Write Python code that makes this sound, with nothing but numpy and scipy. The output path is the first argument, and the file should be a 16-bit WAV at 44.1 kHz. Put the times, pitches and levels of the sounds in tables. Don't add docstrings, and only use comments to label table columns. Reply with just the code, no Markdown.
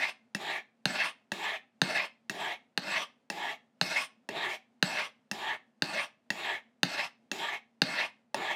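import sys
import numpy as np
from scipy import signal
from scipy.fft import rfft, irfft, next_fast_len
from scipy.io import wavfile
from scipy.ndimage import uniform_filter1d

SR = 44100
rng = np.random.default_rng(int(sys.argv[2]) if len(sys.argv) > 2 else 0)


def unload_audio(sound):
    columns = np.transpose(np.atleast_2d(sound))
    steps = np.round(np.clip(columns, -1, 1) * 32767)
    wavfile.write(sys.argv[1], SR, steps.astype(np.int16))


N = 377055


def left_rod():
    # landing t/s, length/s, crest after landing/s, slack after landing/dB (negative: edge digs in),
    # base level/dB, blade level/dB, grit hiss level/dB, hiss rise/dB per s,
    # tap level/dB, tap's low thump/dB, tap's wooden knock/dB; levels are before the rod's trims
    strokes = [ (0.3484, 0.23, .16, 7.5, -39, -33.5, -54, -8, -32, 8.5, -9),
               (1.3184, 0.24, .16, 3, -39.5, -34.5, -54.5, -15, -32.5, 6, 3),
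               (2.2963, .24, 0.17, 2.5, -38.5, -35, -55, -8, -33.5, 0, -8),
               (3.3007, 0.23, .15, 0, -38.5, -36.5, -54.5, 1.5, -34.5, -3, 7),
               (4.2892, 0.25, .15, 4.5, -37, -32.5, -53.5, 52, -36.5, 5, 8.5),
               (5.3133, 0.23, 0.17, -1, -39, -36, -57.5, -24, -33, -1, -2.5),
               (6.3036, 0.26, .19, 4, -39.5, -33.5, -55.5, -9.5, -29, 4, -1.5),
               (7.3152, 0.24, .155, 1, -39, -35, -53.5, -23.5, -33, 1.5, -2.5),
               (8.3443, 0.25, 0.13, 0, -37.5, -34.5, -55, 12, -30.5, -3, 14.5), ]
    # swell/dB, half width of the crest/s, fade/dB per s
    swell = [(16.5, .15, 10.5), (14, .088, -14.5), (2, 0.063, 14.5)]
    # f/Hz, half width/Hz, relative level/dB, strongest t/s after landing at the usual pace, spread/s
    base_peaks = [(381, 82, -3.5, 0.025, 0.12), (639, 140, -5.5, .16, 0.36), (782, 64, 1.5, 0.11, 0.23),
                  (926, 120, 0.5, 0.13, 0.1), (1134, 250, -3, 0.17, 0.15)]
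    # f/Hz, half width/Hz, relative level/dB, strongest t/s, spread/s
    steel_peaks = [(1790, 100, 0.5, 0.19, 0.089), (2150, 200, -4.5, 0.18, 0.17),
                   (2585, 300, -5.5, 0.17, 0.45), (3242, 260, -4.5, .18, 0.14), (3740, 380, -6, 0.13, .1),
                   (4530, 770, -16.5, 0.013, 0.038)]
    # f/Hz, half width/Hz, relative level/dB, strongest t/s, spread/s
    edge_peaks = [(4970, 370, -10, 0.029, 0.089), (5640, 350, 1.5, 0.33, 0.091),
                  (6290, 280, -3.5, 0.23, 0.061), (6950, 160, -6.5, 0.13, .15),
                  (7610, 240, -5, 0.16, 0.059), (9130, 300, -10.5, .24, .14)]
    # f/Hz, relative level/dB
    hiss_colour = [(1500, -41.5), (3800, 3), (4500, 2), (5300, -0.5), (6300, -5.5), (7300, -3),
                   (8400, -7.5), (9400, -13), (10300, -10), (12800, -11), (15500, -19)]
    # t/s after landing at the usual pace, f/Hz, level against the blade/dB
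    glide = [(.03, 1498, -23), (.13, 1683, -11), (.19, 1900, -7), (.26, 2302, -4.5)]
    # f/Hz, relative level/dB, t60/s before the hand's damping
    tap_modes = [(128, -38.5, 0.065), (200, -19, 0.11), (273.4, -14, 0.039), (564, -19.5, 0.049),
                 (853, -6.5, 0.012), (1303, -12, 0.015), (1624, -3, 0.013), (1870, 2.5, 0.014),
                 (2660, -4.5, 0.024), (3840, 21.5, 0.0015), (4680, -8, 0.0087), (5280, 6, 0.0051),
                 (6070, -17.5, 0.017), (6660, -10, 0.013), (9200, -7.5, 0.0067), (13063, -1.5, 0.00064)]
    strokes_sound = rasp(
        strokes, swell, base_peaks, steel_peaks, edge_peaks, hiss_colour, glide,
        base_db=-1.0, steel_db=-1.2, edge_db=-6, hiss_db=-1.0, rumble_db=-6.5,
        rumble_fall_db_per_s=96, glide_knots_per_s=370, grain_db=0.0)
    taps_sound = taps(strokes, tap_modes, level_db=-0.47, attack_s=0.0019,
                      crack_db=-6.5, crack_t60_s=0.02, scatter_db=2.8)
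    return scattered(strokes_sound + taps_sound)


def right_rod():
    # landing t/s, length/s, crest after landing/s, slack after landing/dB (negative: edge digs in),
    # base level/dB, blade level/dB, grit hiss level/dB, hiss rise/dB per s,
    # tap level/dB, tap's low thump/dB, tap's wooden knock/dB; levels are before the rod's trims
    strokes = [ (-0.14, .23, 0.17, 2, -40, -29.5, -47.5, 1, -24, 0, 0),
               (0.8552, 0.23, .165, 1, -40, -29, -47.5, -3.5, -25, 1, -0.28),
               (1.8166, 0.23, 0.17, 2, -38, -28.5, -48.5, -7, -22, 1, 0.14),
               (2.7759, 0.25, 0.18, 9.5, -38.5, -30, -48, 11, -27.5, -1.1, -1),
               (3.8128, 0.22, 0.15, -.5, -40, -30, -43.5, -0.5, -24, 0, 2),
               (4.8263, 0.23, .16, -2, -39.5, -31, -48.5, -20, -21.5, 1, -0.23),
               (5.8215, 0.22, .163, -0.5, -39.5, -32.5, -49, 8, -25.5, 0, 0),
               (6.8316, .221, 0.17, 0, -40, -31, -47, 4.5, -22.5, -1.4, 0),
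               (7.8184, .237, 0.18, 1.5, -39.5, -29.5, -49.5, -0.5, -21.5, 0.75, 0.3), ]
    # swell/dB, half width of the crest/s, fade/dB per s
    swell = [(7.3, .075, -4.5), (11, 0.043, 9), (3.3, .086, 7.5)]
    # f/Hz, half width/Hz, relative level/dB, strongest t/s after landing at the usual pace, spread/s
    base_peaks = [(346, 40, -8.5, 0.025, 0.049), (593, 88, -0.5, 0.14, 0.18), (778, 78, 1.5, 0.15, 0.12),
                  (935, 140, -2.5, .17, 0.14), (1100, 130, 3, 0.25, 0.09)]
    # f/Hz, half width/Hz, relative level/dB, strongest t/s, spread/s
    steel_peaks = [(1550, 290, -3, 0.14, 0.08), (1760, 64, -1, 0.15, 0.07), (2117, 120, 0.5, 0.16, .08),
                   (2590, 120, 3, 0.15, 0.066), (3130, 370, -2.5, .21, 0.11),
                   (4000, 520, -2.5, 0.14, 0.055), (4354, 250, -6, 0.069, 0.099)]
    # f/Hz, half width/Hz, relative level/dB, strongest t/s, spread/s
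    edge_peaks = [(4650, 520, -1.5, 0.043, 0.07), (5100, 130, 0.5, 0.17, .12), (5800, 150, -1, .18, .11),
                  (7830, 250, -5, .09, 0.054), (8500, 340, -8.5, 0.077, 0.071), (9050, 420, -3, 0.27, .08)]
    # f/Hz, relative level/dB
    hiss_colour = [(1500, -42), (3800, 1), (4500, -3), (5200, 1), (5900, 0), (6500, -6.5), (7400, -5.5),
                   (8100, -8.5), (9100, -9.5), (10000, -14.5), (13500, -15.5), (15500, -29.5)]
    # t/s after landing at the usual pace, f/Hz, level against the blade/dB
    glide = [(.03, 1352, -19.5), (.11, 1557, -8), (.16, 1817, -6.5), (.2, 2475, -3.5), (.25, 2751, -14.5)]
    # f/Hz, relative level/dB, t60/s before the hand's damping
    tap_modes = [(138.5, -26, 0.11), (182, -19, 0.133), (268, -16, 0.089), (470, -16.5, 0.026),
                 (556, -16.5, 0.027), (803, -13.5, 0.041), (1060, -22.5, 0.04), (1325, -16.5, 0.027),
                 (1559, -8.5, 0.032), (1783, -4, 0.014), (2770, 2.5, 0.007), (3720, -4.5, 0.014),
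                 (4125, -1.5, 0.014), (4751, 3.5, 0.005), (6190, -9, 0.0082), (6830, -16, 0.0068),
                 (8879, 4.5, 0.0012), (13653, -2, 0.001)]
    strokes_sound = rasp(
        strokes, swell, base_peaks, steel_peaks, edge_peaks, hiss_colour, glide,
        base_db=-1.5, steel_db=-2.28, edge_db=-4.0, hiss_db=-3.0, rumble_db=0.0,
        rumble_fall_db_per_s=90.5, glide_knots_per_s=480, grain_db=0.6)
    taps_sound = taps(strokes, tap_modes, level_db=-.5, attack_s=0.00073,
                      crack_db=-12.5, crack_t60_s=.018, scatter_db=1.8)
    return scattered(strokes_sound + taps_sound)


def rasp(strokes, swell, base_peaks, steel_peaks, edge_peaks, hiss_colour, glide, base_db, steel_db,
         edge_db, hiss_db, rumble_db, rumble_fall_db_per_s, glide_knots_per_s, grain_db):
    # f/Hz, relative level/dB
    rumble_colour = [(30, -48), (75, -36.5), (105, -17.5), (145, -7.5), (185, 2), (280, 6.5), (420, -13),
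                     (800, -38)]
    age, base, blade, hiss = stroke_controls(strokes, swell)

    ring = sliding_ring(age, glide, glide_knots_per_s)
    steel = amp(steel_db) * rubbed(steel_peaks, age, wander_db=1.86) + ring

    rumble = amp(rumble_db - rumble_fall_db_per_s * age) * noise(rumble_colour)
    wood = amp(base_db) * rubbed(base_peaks, age, wander_db=2.67) + rumble

    edge = amp(edge_db) * rubbed(edge_peaks, age, wander_db=5.0)
    grit = edge + amp(hiss_db) * patchy(noise(hiss_colour), depth_db=2.0)

    bite = amp(grain_db * wobble(260) + 1.2 * wobble(45))
    return bite * (base * wood + blade * steel + hiss * grit)


def sliding_ring(age, glide, knots_per_s):
    when, glide_hz, glide_db = np.transpose(glide)
    phase = 2 * np.pi * np.cumsum(np.interp(age, when, glide_hz)) / SR
    band = unit(wobble(knots_per_s) * np.cos(phase) + wobble(knots_per_s) * np.sin(phase))
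    chatter = unit(amp(1.5 * wobble(90)))
    return amp(np.interp(age, when, glide_db)) * chatter * band


def stroke_controls(strokes, swell):
    contact_s = .4
    seating_s, release_s = .01, 0.079
    lift_curve = 1.5
    slack_at_s, slack_width_s = 0.036, .021
    usual_crest_s = .168

    t = np.arange(1, int(contact_s * SR)) / SR
    swell_db, crest_width, fade_db_per_s = np.transpose(swell)[:, :, None]
    recoil = np.exp(-((t - slack_at_s) / slack_width_s) ** 2)
    seating = np.minimum(t / seating_s, 1)
    age, gains = np.zeros(N), np.zeros((3, N))
    for landing, length, crest, slack_db, base_db, blade_db, hiss_db, hiss_rise_db_per_s, *_ in strokes:
        past_crest = t - crest
        arch = 1 / (1 + (past_crest / crest_width) ** 2) - 1
        arch_db = swell_db * arch - fade_db_per_s * past_crest
        lift_db = -60 * (np.maximum(t - length, 0) / release_s) ** lift_curve
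        levels = amp([[base_db], [blade_db], [hiss_db]])
        gain = seating * levels * amp(arch_db - slack_db * recoil + lift_db)
        gain[-1] *= amp(hiss_rise_db_per_s * past_crest)

        at = round(landing * SR) + np.arange(len(t))
        heard = (at >= 0) & (at < N)
        age[at[heard]] = t[heard] * usual_crest_s / crest
        gains[:, at[heard]] = gain[:, heard]
    return age, *gains


def rubbed(peaks, age, wander_db):
    touching = age > 0
    since = age[touching]
    size = N // 2
    total, power = 0, 0
    for centre, width, db, best, spread in peaks:
        wander = wander_db * wobble(18, size=size)[:len(since)]
        share = amp(db + wander) / (1 + ((since - best) / spread) ** 2)
        band = coloured(lambda hz: 1 / (1 + ((hz - centre) / width) ** 2), size=size)
        total = total + share * band[:len(since)]
        power = power + share ** 2
    out = np.zeros(N)
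    out[touching] = total / np.sqrt(power)
    return out


def taps(strokes, modes, level_db, attack_s, crack_db, crack_t60_s, scatter_db):
    thump_below_hz, knock_hz, knock_width_hz = 440, 754, 240
    t = np.arange(SR // 4) / SR
    hz, mode_db, t60 = np.transpose(modes)[:, :, None]
    sign = (-1) ** np.arange(len(modes))[:, None]
    grit_band = signal.butter(1, [1500, 6000], "bandpass", fs=SR, output="sos")
    out = np.zeros(N + SR)
    for landing, *_, db, thump_db, knock_db in strokes:
        if landing < 0:
            continue
        strength, detune = rng.standard_normal((2, len(modes), 1))
        thump = thump_db / (1 + (hz / thump_below_hz) ** 2)
        knock = knock_db / (1 + ((hz - knock_hz) / knock_width_hz) ** 2)
        swing = sign * amp(mode_db + thump + knock + scatter_db * strength - 60 * t / t60)
        ring = np.sum(swing * np.sin(2 * np.pi * hz * (1 + 0.0045 * detune) * t), axis=0)

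        crunch = signal.sosfilt(grit_band, rng.standard_normal(len(t)))
        crack = amp(crack_db - 60 * t / crack_t60_s) * crunch
        hit = (ring + crack) * (1 - np.exp(-t / attack_s))
        hit = hit / (1 + (t / 0.055) ** 2)
        loudness = np.std(hit[:SR // 50])
        out[round(landing * SR):][:len(t)] += amp(db + level_db) * hit / loudness
    return out[:N]


def scattered(x, scatter_db=-11, count=8):
    treble = signal.sosfilt(signal.butter(2, 3500, "highpass", fs=SR, output="sos"), x)
    delays = (rng.uniform(.0006, 0.0072, count) * SR).astype(int)
    copies = sum(rng.choice([-1, 1]) * np.pad(treble, (delay, 0))[:N] for delay in delays)
    return x + amp(scatter_db) * copies / np.sqrt(count)


def reflections(x, near_hz=1700, wall_db=-20):
    near_gain, near_delay_s, wall_delay_s = .5, .00388, .019

    def echoes(hz):
        near = near_gain / (1 + (hz / near_hz) ** 2) * np.exp(-2j * np.pi * hz * near_delay_s)
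        return 1 - near + amp(wall_db) * np.exp(-2j * np.pi * hz * wall_delay_s)
    return filtered(x, echoes)


def room(x, tail_db=-16, build_up_s=0.0031):
    # f/Hz, t60/s
    decay_times = [(150, 0.38), (700, 0.27), (2800, 0.28), (5500, 0.25), (12000, 0.16)]
    out, block = np.zeros(N + SR), SR // 2
    for start in range(0, N, block):
        hz, t, z = signal.stft(rng.standard_normal(block), SR, nperseg=256)
        decay = amp(-60 * t / along(decay_times, hz)[:, None])
        build_up = 1 - np.exp(-t / build_up_s)
        tail = signal.istft(z * decay * build_up, SR, nperseg=256)[1]
        wet = signal.fftconvolve(x[start:start + block], tail[:block] / np.linalg.norm(tail))
        out[start:start + len(wet)] += wet
    return amp(tail_db) * out[:N]


def fan(level_db=-71.0, waver_db=1.0):
    # f/Hz, relative level/dB
    air_colour = [(25, -46.5), (70, -29.5), (120, -15.5), (190, -14), (228, 1.5), (255, -4), (300, -17),
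                  (500, -16.5), (680, -15), (1050, -24), (2200, -29), (4800, -37.5), (9000, -43.5),
                  (16000, -61)]
    return amp(level_db + waver_db * wobble(14)) * noise(air_colour)


def patchy(x, depth_db):
    z = signal.stft(x, nperseg=256)[2]
    across_pitch = uniform_filter1d(rng.standard_normal(z.shape), size=6, axis=0)
    field = uniform_filter1d(across_pitch, size=5, axis=1)
    return unit(signal.istft(z * amp(depth_db * unit(field)), nperseg=256)[1][:N])


def noise(spectrum):
    return coloured(lambda hz: amp(along(spectrum, hz)))


def coloured(gain, size=N):
    padded = next_fast_len(size, real=True)
    hz = np.fft.rfftfreq(padded, 1 / SR)
    white = rng.standard_normal(2 * len(hz)).view(complex)
    return unit(irfft(white * gain(hz), padded)[:size])


def wobble(rate, size=N):
    count = int(size * rate / SR) + 4
    fine = signal.resample(rng.standard_normal(count), count * 8)
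    return np.interp(np.arange(size) * rate / SR * 8, np.arange(len(fine)), fine)


def filtered(x, response):
    size = next_fast_len(len(x) + 8192)
    return irfft(rfft(x, size) * response(np.fft.rfftfreq(size, 1 / SR)), size)[:len(x)]


def along(points, hz):
    f, v = np.transpose(points)
    return np.interp(np.log(hz + 1), np.log(f), v)


def unit(x):
    return x / np.sqrt(np.mean(x ** 2) + 1e-20)


def amp(db):
    return 10 ** (np.asarray(db) / 20)


def scene():
    knife = left_rod() + right_rod()
    return (reflections(knife) + room(knife) + fan())[None]


def record(dry):
    thinned = signal.sosfilt(signal.butter(3, 84, "highpass", fs=SR, output="sos"), dry)
    return signal.sosfilt(signal.butter(16, 15900, fs=SR, output="sos"), thinned)


dry = scene()
out = record(dry)
unload_audio(out)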